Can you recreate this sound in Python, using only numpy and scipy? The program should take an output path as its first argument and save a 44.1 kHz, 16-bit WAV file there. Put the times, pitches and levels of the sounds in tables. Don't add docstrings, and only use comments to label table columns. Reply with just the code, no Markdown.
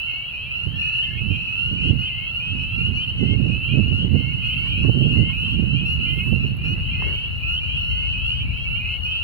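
import sys
import numpy as np
from scipy import signal
from scipy.fft import rfft, irfft, next_fast_len
from scipy.io import wavfile
from scipy.ndimage import uniform_filter1d

SR = 44100
rng = np.random.default_rng(int(sys.argv[2]) if len(sys.argv) > 2 else 0)


def master(y):
    cut = np.clip(np.atleast_2d(y).T, -1, 1)
    pcm = np.round(cut * 32767)
    wavfile.write(sys.argv[1], SR, pcm.astype(np.int16))


N = 407043
TIME = np.arange(N) / SR


def from_db(db):
    return 10 ** (np.asarray(db) / 20)


def rms_one(x):
    return x / np.sqrt(np.mean(x ** 2) + 1e-20)


def add(out, start, sound):
    at = int(round(start * SR))
    first, last = max(at, 0), min(at + sound.shape[-1], N)
    if last > first:
        out[..., first:last] += sound[..., first - at:last - at]


def wander(rate, samples):
    steps = np.arange(samples) * rate / SR
    count = int(steps[-1]) + 2
    return np.interp(steps, np.arange(count), rng.standard_normal(count))


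def pan(left_db):
    return rms_one(from_db([[left_db / 2], [-left_db / 2]]))


def noise(colour):
    hz, db = np.transpose(colour)
    size = next_fast_len(N, True)
    gain = from_db(np.interp(np.log(np.fft.rfftfreq(size, 1 / SR) + 1), np.log(hz), db))
    white = rng.standard_normal((2, size))
    return rms_one(irfft(rfft(white) * gain, size)[:, :N])


def band(x, low_hz, high_hz):
    return signal.sosfilt(signal.butter(2, [low_hz, high_hz], "band", fs=SR, output="sos"), x)


def progress(length):
    return np.linspace(0, 1, int(length * SR))


def swell(u, attack, release):
    ramp = np.clip(np.minimum(u / attack, (1 - u) / release), 0, 1)
    return rms_one(np.sin(np.pi / 2 * ramp))


def surges(rows, attack_s, release_s):
    power = np.zeros(N)
    for start, length, db in rows:
        away = np.maximum((start - TIME) / attack_s, (TIME - start - length) / release_s)
        power += (from_db(db) * np.exp(-np.clip(away, 0, 20))) ** 2
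    return np.sqrt(power)


def marsh(x, t60_s, wet_db):
    t = TIME[:SR]
    tail = rng.standard_normal((2, SR)) * from_db(-60 * t / t60_s) * (t > .003)
    tail /= np.sqrt(np.sum(tail ** 2, axis=1, keepdims=True))
    return x + from_db(wet_db) * signal.fftconvolve(x, tail, axes=1)[:, :N]


def still_air():
    # frequency_hz, density_db
    air_colour = [(30, 2.5), (300, 4), (600, 4), (1100, 1.5), (1800, -1), (3000, 6), (3500, -6), (4200, -3),
                  (5000, -20), (6400, -38), (8500, -37.5), (12000, -26.5), (16000, -21.5)]
    return from_db(-48) * noise(air_colour) * pan(left_db=2)


def snap(decay_s):
    return rng.standard_normal((2, SR // 20)) * np.exp(-TIME[:SR // 20] / decay_s)


def grass():
    # start_s, length_s, level_db
    swishes = [(4.45, 1.07, -68.5), (6.12, 0.18, -62), (7.07, 0.074, -69), (7.75, 0.3, -70)]
    # frequency_hz, density_db
    grass_colour = [(30, -21.5), (3000, -12.5), (6500, -6), (8500, 3), (12000, 2), (16000, -5)]
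    stir = np.hypot(from_db(-72), surges(swishes, attack_s=.04, release_s=.05))
    hiss = stir * noise(grass_colour) * from_db(1.2 * wander(250, N))
    # start_s, length_s, level_db
    rustles = [(6.66, 0.028, -45), (6.76, 0.037, -44.5), (7.02, .11, -39), (7.25, .015, -49.5)]
    # frequency_hz, density_db
    rustle_colour = [(30, -8), (200, -7), (400, 0), (750, -14), (2000, -12), (4000, -33), (7000, -56),
                     (16000, -49)]
    crinkle = from_db(2.5 * wander(150, N))
    envelope = surges(rustles, attack_s=.031, release_s=.022)
    rustle = envelope * noise(rustle_colour) * crinkle * pan(left_db=14.5)
    # start_s, level_db
    stalk = (7.022, -20.5)
    crack = band(band(snap(decay_s=.0021), 250, 1470), 250, 1500)
    add(rustle, stalk[0], from_db(stalk[1]) * crack / np.abs(crack).max() * pan(left_db=13))
    # start_s, gain_db
    ticks = [(2.6319, -52), (6.568, -46)]
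    for start, db in ticks:
        add(rustle, start, from_db(db) * band(snap(decay_s=.0035), 10000, 16000))
    return hiss + rustle


def wind(brightening, lumps_db):
    # time_s, left_db, right_db
    breeze = [(0, -44, -41.5), (1.2, -40, -29.5), (2.3, -36.5, -33), (4.6, -31.5, -24), (6.3, -31.5, -21.5),
              (6.801, -23, -23.5), (7.399, -27.5, -32.5), (8.701, -24, -34), (9.23, -31, -48)]
    # frequency_hz, density_db
    wind_colour = [(20, -18), (45, 0), (80, 4.5), (125, -4.5), (200, -17), (300, -32), (500, -41),
                   (2000, -78.5)]
    # start_s, length_s, level_db
    gusts = [(.67, .08, -24), (1.17, .17, -20), (1.73, 0.23, -20), (2.53, 0.066, -24), (2.79, .16, -19),
             (3.23, 0.27, -14.5), (3.76, 0.14, -15), (4.03, 0.22, -15), (4.86, 0.35, -15), (5.58, .23, -17),
             (6.29, 0.19, -18.5), (6.69, 0.044, -25.5), (8.43, 0.053, -26.5)]
    # frequency_hz, density_db
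    gust_colour = [(20, -20), (50, -3.5), (85, 0.5), (130, 1.5), (200, -10), (300, -22.5), (500, -44.5),
                   (2000, -89)]
    # time_s, boost_db
    buffets = [(0.676, 11), (1.218, 6), (1.312, 3.5), (1.91, 8.5), (4.889, 6), (5.746, 2.5), (6.332, 6)]
    times, left_db, right_db = np.transpose(breeze)
    left, right = (from_db(np.interp(TIME, times, db)) for db in (left_db, right_db))
    left_flutter, right_flutter = (from_db(1.65 * wander(14, N)) for _ in range(2))
    rumble = left * left_flutter * noise(wind_colour) * from_db([[1], [-10]])
    flow = right_flutter * np.hypot(right, surges(gusts, attack_s=.06, release_s=.082))
    gust_db = 20 * np.log10(flow) + sum(db * np.exp(-((TIME - s) / .011) ** 2) for s, db in buffets)
    lumps = from_db(lumps_db * np.tanh(wander(60, N)))
    # frequency_hz, density_db
    eddy_colour = [(100, 7), (220, .5), (400, -14.5), (700, -33), (1500, -53.5)]
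    eddies = rms_one(band(noise(eddy_colour)[0], 144, 900))
    eddy_share = from_db(-6.5 + brightening * np.minimum(gust_db + 16, 5))
    pressure = from_db(gust_db) * rms_one(noise(gust_colour)[0] + eddy_share * eddies * lumps)
    saturated = .75 * np.tanh(pressure / .75)
    return rumble + saturated * [[0], [1]]


def far_frogs(count, centre_hz, spread_hz, rise_hz, pause_s, overtones_db):
    out = np.zeros((2, N))
    for k, (pace, offset, place, stretch) in enumerate(rng.random((count, 4))):
        rank = (k + .5) / count
        hz = centre_hz + spread_hz * np.log(rank / (1 - rank))
        call = peep(.1 + .0604 * stretch, hz - rise_hz / 2, hz + rise_hz / 2,
                    lead_ms=-.35 * place, attack=.1, overtones_db=overtones_db)
        call *= pan(left_db=10 * (place - .5))
        beats = np.arange(20) - 1 + offset + rng.normal(0, .06, 20)
        for start, db in zip(beats * pause_s * (1 + pace / 2), rng.normal(0, 2.6, 20)):
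            add(out, start, from_db(db) * call)
    return rms_one(out)


def answering(near, eagerness):
    power = uniform_filter1d(np.mean(near ** 2, axis=0), SR // 20)
    return rms_one((power / power.mean() + .18) ** eagerness)


def wood_frogs():
    # time_s, level_db, resonance_hz
    quacks = [(4.652, -49.5, 1070), (4.847, -49.5, 1100), (5.147, -53.5, 1170), (5.294, -53, 1070),
              (5.47, -57, 1150), (6.26, -54, 1030)]
    out = np.zeros(N)
    for time, db, hz in quacks:
        u = progress(.0507)
        rasp = rng.standard_normal(len(u)) * np.sin(np.pi * 6 * u) ** 2
        throat = band(rasp, hz * .896, hz * 1.06) + from_db(-8) * band(rasp, 1560, 2000)
        add(out, time - .015, from_db(db - 1) * rms_one(throat) * swell(u, attack=.35, release=.6))
    return out


def trilling_frogs():
    # start_s, length_s, start_hz, end_hz, pulses_per_s, final_level_db
    trills = [(0.72, 0.46, 1765, 1767, 24, -45.5), (1.759, 0.55, 2080, 2076, 32, -49),
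              (4.04, 0.63, 2076, 2166, 44, -47), (4.491, 0.36, 2170, 2380, 30, -44),
              (6.7, 0.6, 1990, 2330, 27, -50.5), (8.329, 0.57, 2250, 2336, 17.5, -45.5),
              (8.7, 0.25, 2330, 2440, 23, -36.5)]
    out = np.zeros((2, N))
    for start, length, start_hz, end_hz, rate, db in trills:
        u = progress(length)
        cycle = (u * length * rate + .12 * wander(rate, len(u))) % 1
        hz = start_hz + (end_hz - start_hz) * u + 150 * (cycle - .5) + 25 * wander(rate, len(u))
        pulses = rms_one(np.sin(np.pi * cycle) ** 4 * from_db(3 * wander(rate, len(u))))
        envelope = from_db(db + 9.1 * (u - 1)) * swell(u, attack=.067, release=.096)
        add(out, start, envelope * pulses * whistle(hz, lead_ms=0))
    return out * pan(left_db=-13)


def low_frog():
    # start_s, length_s, base_pitch_hz, level_db
    low_peeps = [(0.06, 0.19, 2154, -41), (1.026, .18, 2084, -43), (2.087, 0.17, 2067, -41.5),
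                 (3.189, 0.17, 2048, -42.5), (4.16, .17, 2103, -41), (5.15, 0.18, 2055, -40.5),
                 (6.048, 0.19, 2050, -39), (6.925, 0.17, 2060, -40), (7.89, 0.19, 2060, -45),
                 (8.8, 0.18, 2080, -44.5)]
    # share_of_call, offset_hz
    glide = [(0, 107.5), (.15, 25.5), (.32, -4), (.6, 56.5), (1, 123.5)]
    share, offset_hz = np.transpose(glide)
    out = np.zeros((2, N))
    for start, length, hz, db in low_peeps:
        u = progress(length)
        tone = whistle(hz + np.interp(u, share, offset_hz), lead_ms=.015)
        envelope = from_db(db + 6.9 * (u - .87)) * swell(u, attack=.14, release=.025)
        add(out, start, envelope * tone)
    return out * pan(left_db=-6.5)


def whistle(hz, lead_ms, overtones_db=0):
    # ratio_to_whistle, level_db, left_minus_right_db
    partials = [(.5, -29.5, -8.5), (1, -1.5, -0.5), (1.5, -29.5, 2.5), (2, -42, 3), (2.5, -51.5, -1),
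                (3, -51, -5), (3.5, -57, -1.5), (4, -49, -6)]
    sac_hz, sac_width_hz = 2770, 170
    lead_s = np.array([[lead_ms], [0]]) / 1000
    cycles = np.cumsum(hz) / SR + rng.random() + hz * lead_s
    larynx_phase = (np.pi * cycles).astype(np.float32)
    resonance = np.exp(-((hz - sac_hz) / sac_width_hz) ** 2 / 2)
    chance_db = 2 * rng.standard_normal(len(partials))
    scatter = rng.normal(0, 1.3, (len(partials), 2, 1)).astype(np.float32)
    out = 0
    for k, (_, db, left_db) in enumerate(partials):
        strength = 1 if k == 1 else resonance * from_db(chance_db[k] + overtones_db * (k > 1))
        harmonic = np.sin((k + 1) * larynx_phase + scatter[k] * (k != 1))
        out = out + from_db(db) * strength * pan(left_db) * harmonic
    return np.sqrt(2) * out


def peep(length, start_hz, end_hz, lead_ms, attack, overtones_db):
    u = progress(length)
    climb = u + u * (1 - u) / 8
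    waver_hz = 6 * np.interp(u, np.linspace(0, 1, 12), rng.standard_normal(12))
    hz = start_hz + (end_hz - start_hz) * climb + waver_hz
    sac_gain = from_db(-np.maximum(hz - 3100, 0) / 50)
    return rms_one(sac_gain * swell(u, attack, release=.13)) * whistle(hz, lead_ms, overtones_db)


def near_frogs():
    frogs = { "deep": (2430, 2690, 0.17, -4, -2, 0.75), "low": (2509, 2789.5, 0.21, -0.5, -5, 0.4),
             "mellow": (2590, 2830, 0.02, -2.5, -3.5, .25),
             "right bank": (2609, 2870, 0.1553, -5, -10.5, -0.2),
             "quick": (2650, 2961.5, 0.033, -1, -2, -0.63), "bright": (2680, 2990, .115, 3, 1.5, .11),
             "middle": (2739.5, 3040.5, 0.37, -2, 0.5, 0.17), "high": (2810, 3100, .11, 1.3, 1.1, .09),
             "thin": (2889, 3141.5, 0.18, 4, -0.5, -0.17), "shrill": (2950, 3280, .125, -1, 5, -1)}
    peeps = { "deep": [(.329, -33), (1.327, -33), (2.397, -31), (3.69, -31.5), (4.72, -33.5),
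             (5.756, -34.5), (6.645, -37), (7.417, -34), (8.29, -39.5), (8.789, -30.5)],
             "low": [(.812, -28.5), (1.17, -30.5), (1.47, -29.5), (2.01, -34.5), (2.58, -31), (3.507, -30),
             (4.42, -31.5), (5.32, -31), (6.189, -29.5), (6.93, -32.5), (8.13, -31), (9.05, -30.5)],
             "mellow": [(.631, -29), (1.21, -34.5), (1.69, -29.5), (2.82, -31.5), (3.645, -29),
             (4.828, -32), (5.87, -30.5), (6.345, -27.5), (6.885, -29.5), (7.91, -29), (8.672, -31)],
             "right bank": [(-.02, -28.5), (.502, -27.5), (1.515, -27.5), (2.26, -28.5), (2.715, -27),
             (3.623, -31.5), (4.54, -30), (5.68, -33.5), (6.005, -27), (6.37, -32.5), (7.025, -33.5),
             (7.425, -26), (8.66, -27)], "quick": [(.135, -29.5), (.925, -27.5), (1.651, -29), (2.343, -32),
             (3.075, -25), (3.39, -35), (3.87, -28), (4.14, -34), (4.56, -32.5), (5.29, -29),
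             (6.184, -25.5), (7.616, -29.5), (7.77, -25), (8.414, -32.5), (9.15, -32)],
             "bright": [(.789, -25), (1.806, -26.5), (2.785, -26), (3.925, -27), (5.12, -27.5), (5.85, -24),
             (6.635, -27.5), (7.48, -27.5), (8.24, -27), (8.86, -31)], "middle": [(.745, -28.5),
             (1.265, -33), (1.565, -27), (2.32, -31), (3.235, -34.5), (4.165, -30.5), (4.71, -28),
             (4.975, -27.5), (5.51, -31), (6.92, -29.5), (7.46, -30), (7.8, -26.5), (7.98, -33),
             (9.02, -30)], "high": [(.95, -25.5), (1.985, -26), (2.945, -25.5), (4.44, -25.5),
             (5.365, -28.5), (6.012, -26), (7.05, -37), (7.49, -26.5), (8.27, -30), (8.68, -32.5),
             (9.03, -29)], "thin": [(2.36, -31.5), (3.17, -30), (3.893, -32.5), (4.57, -28), (5.39, -30),
             (6.79, -37.5), (7.645, -36.5), (8.26, -29.5), (9.025, -28.5)], "shrill": [(.19, -41),
             (.35, -40.5), (.66, -38.5), (1.076, -42), (1.8, -40.5), (2.19, -38.5), (2.643, -39.5),
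             (3.6, -39), (4.36, -41.5), (4.7, -41.5), (4.95, -39.5), (5.69, -40), (6.97, -40.5),
             (7.16, -42.5), (7.65, -37.5), (8.16, -38.5), (8.53, -38.5)]}
    out = np.zeros((2, N))
    for name, (start_hz, end_hz, length, overtones_db, left_db, lag_ms) in frogs.items():
        for start, db in peeps[name]:
            detune_hz = 7 * rng.standard_normal()
            call = peep(length, start_hz + detune_hz, end_hz + detune_hz,
                        lead_ms=-lag_ms, attack=.077, overtones_db=overtones_db)
            add(out, start, from_db(db) * pan(left_db) * call)
    return out


def scene():
    near = marsh(near_frogs(), t60_s=.42, wet_db=-18)
    neighbours = far_frogs(16, centre_hz=2767, spread_hz=78, rise_hz=319.8, pause_s=.75, overtones_db=5)
    neighbours = from_db(-37) * marsh(neighbours, t60_s=.18, wet_db=-12.5)
    far = far_frogs(64, centre_hz=2785, spread_hz=52, rise_hz=300, pause_s=.7, overtones_db=-3)
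    far = from_db(-31.5) * marsh(far, t60_s=.45, wet_db=-7)
    chorus = (neighbours + far) * answering(near, eagerness=.15)
    low = marsh(low_frog(), t60_s=.092, wet_db=-10.5)
    pulsed = marsh(trilling_frogs() + wood_frogs(), t60_s=.14, wet_db=-5)
    return near + chorus + low + pulsed + still_air() + grass() + wind(brightening=.91, lumps_db=6.5)


def record(dry):
    port_hz, cutoff_hz = 11950, 15750
    ring = signal.lfilter(*signal.iirpeak(port_hz, Q=15, fs=SR), dry)
    low_pass = signal.ellip(12, .1, 80, cutoff_hz, fs=SR, output="sos")
    return signal.sosfilt(low_pass, dry + from_db(7) * ring)


dry = scene()
out = record(dry)
master(out)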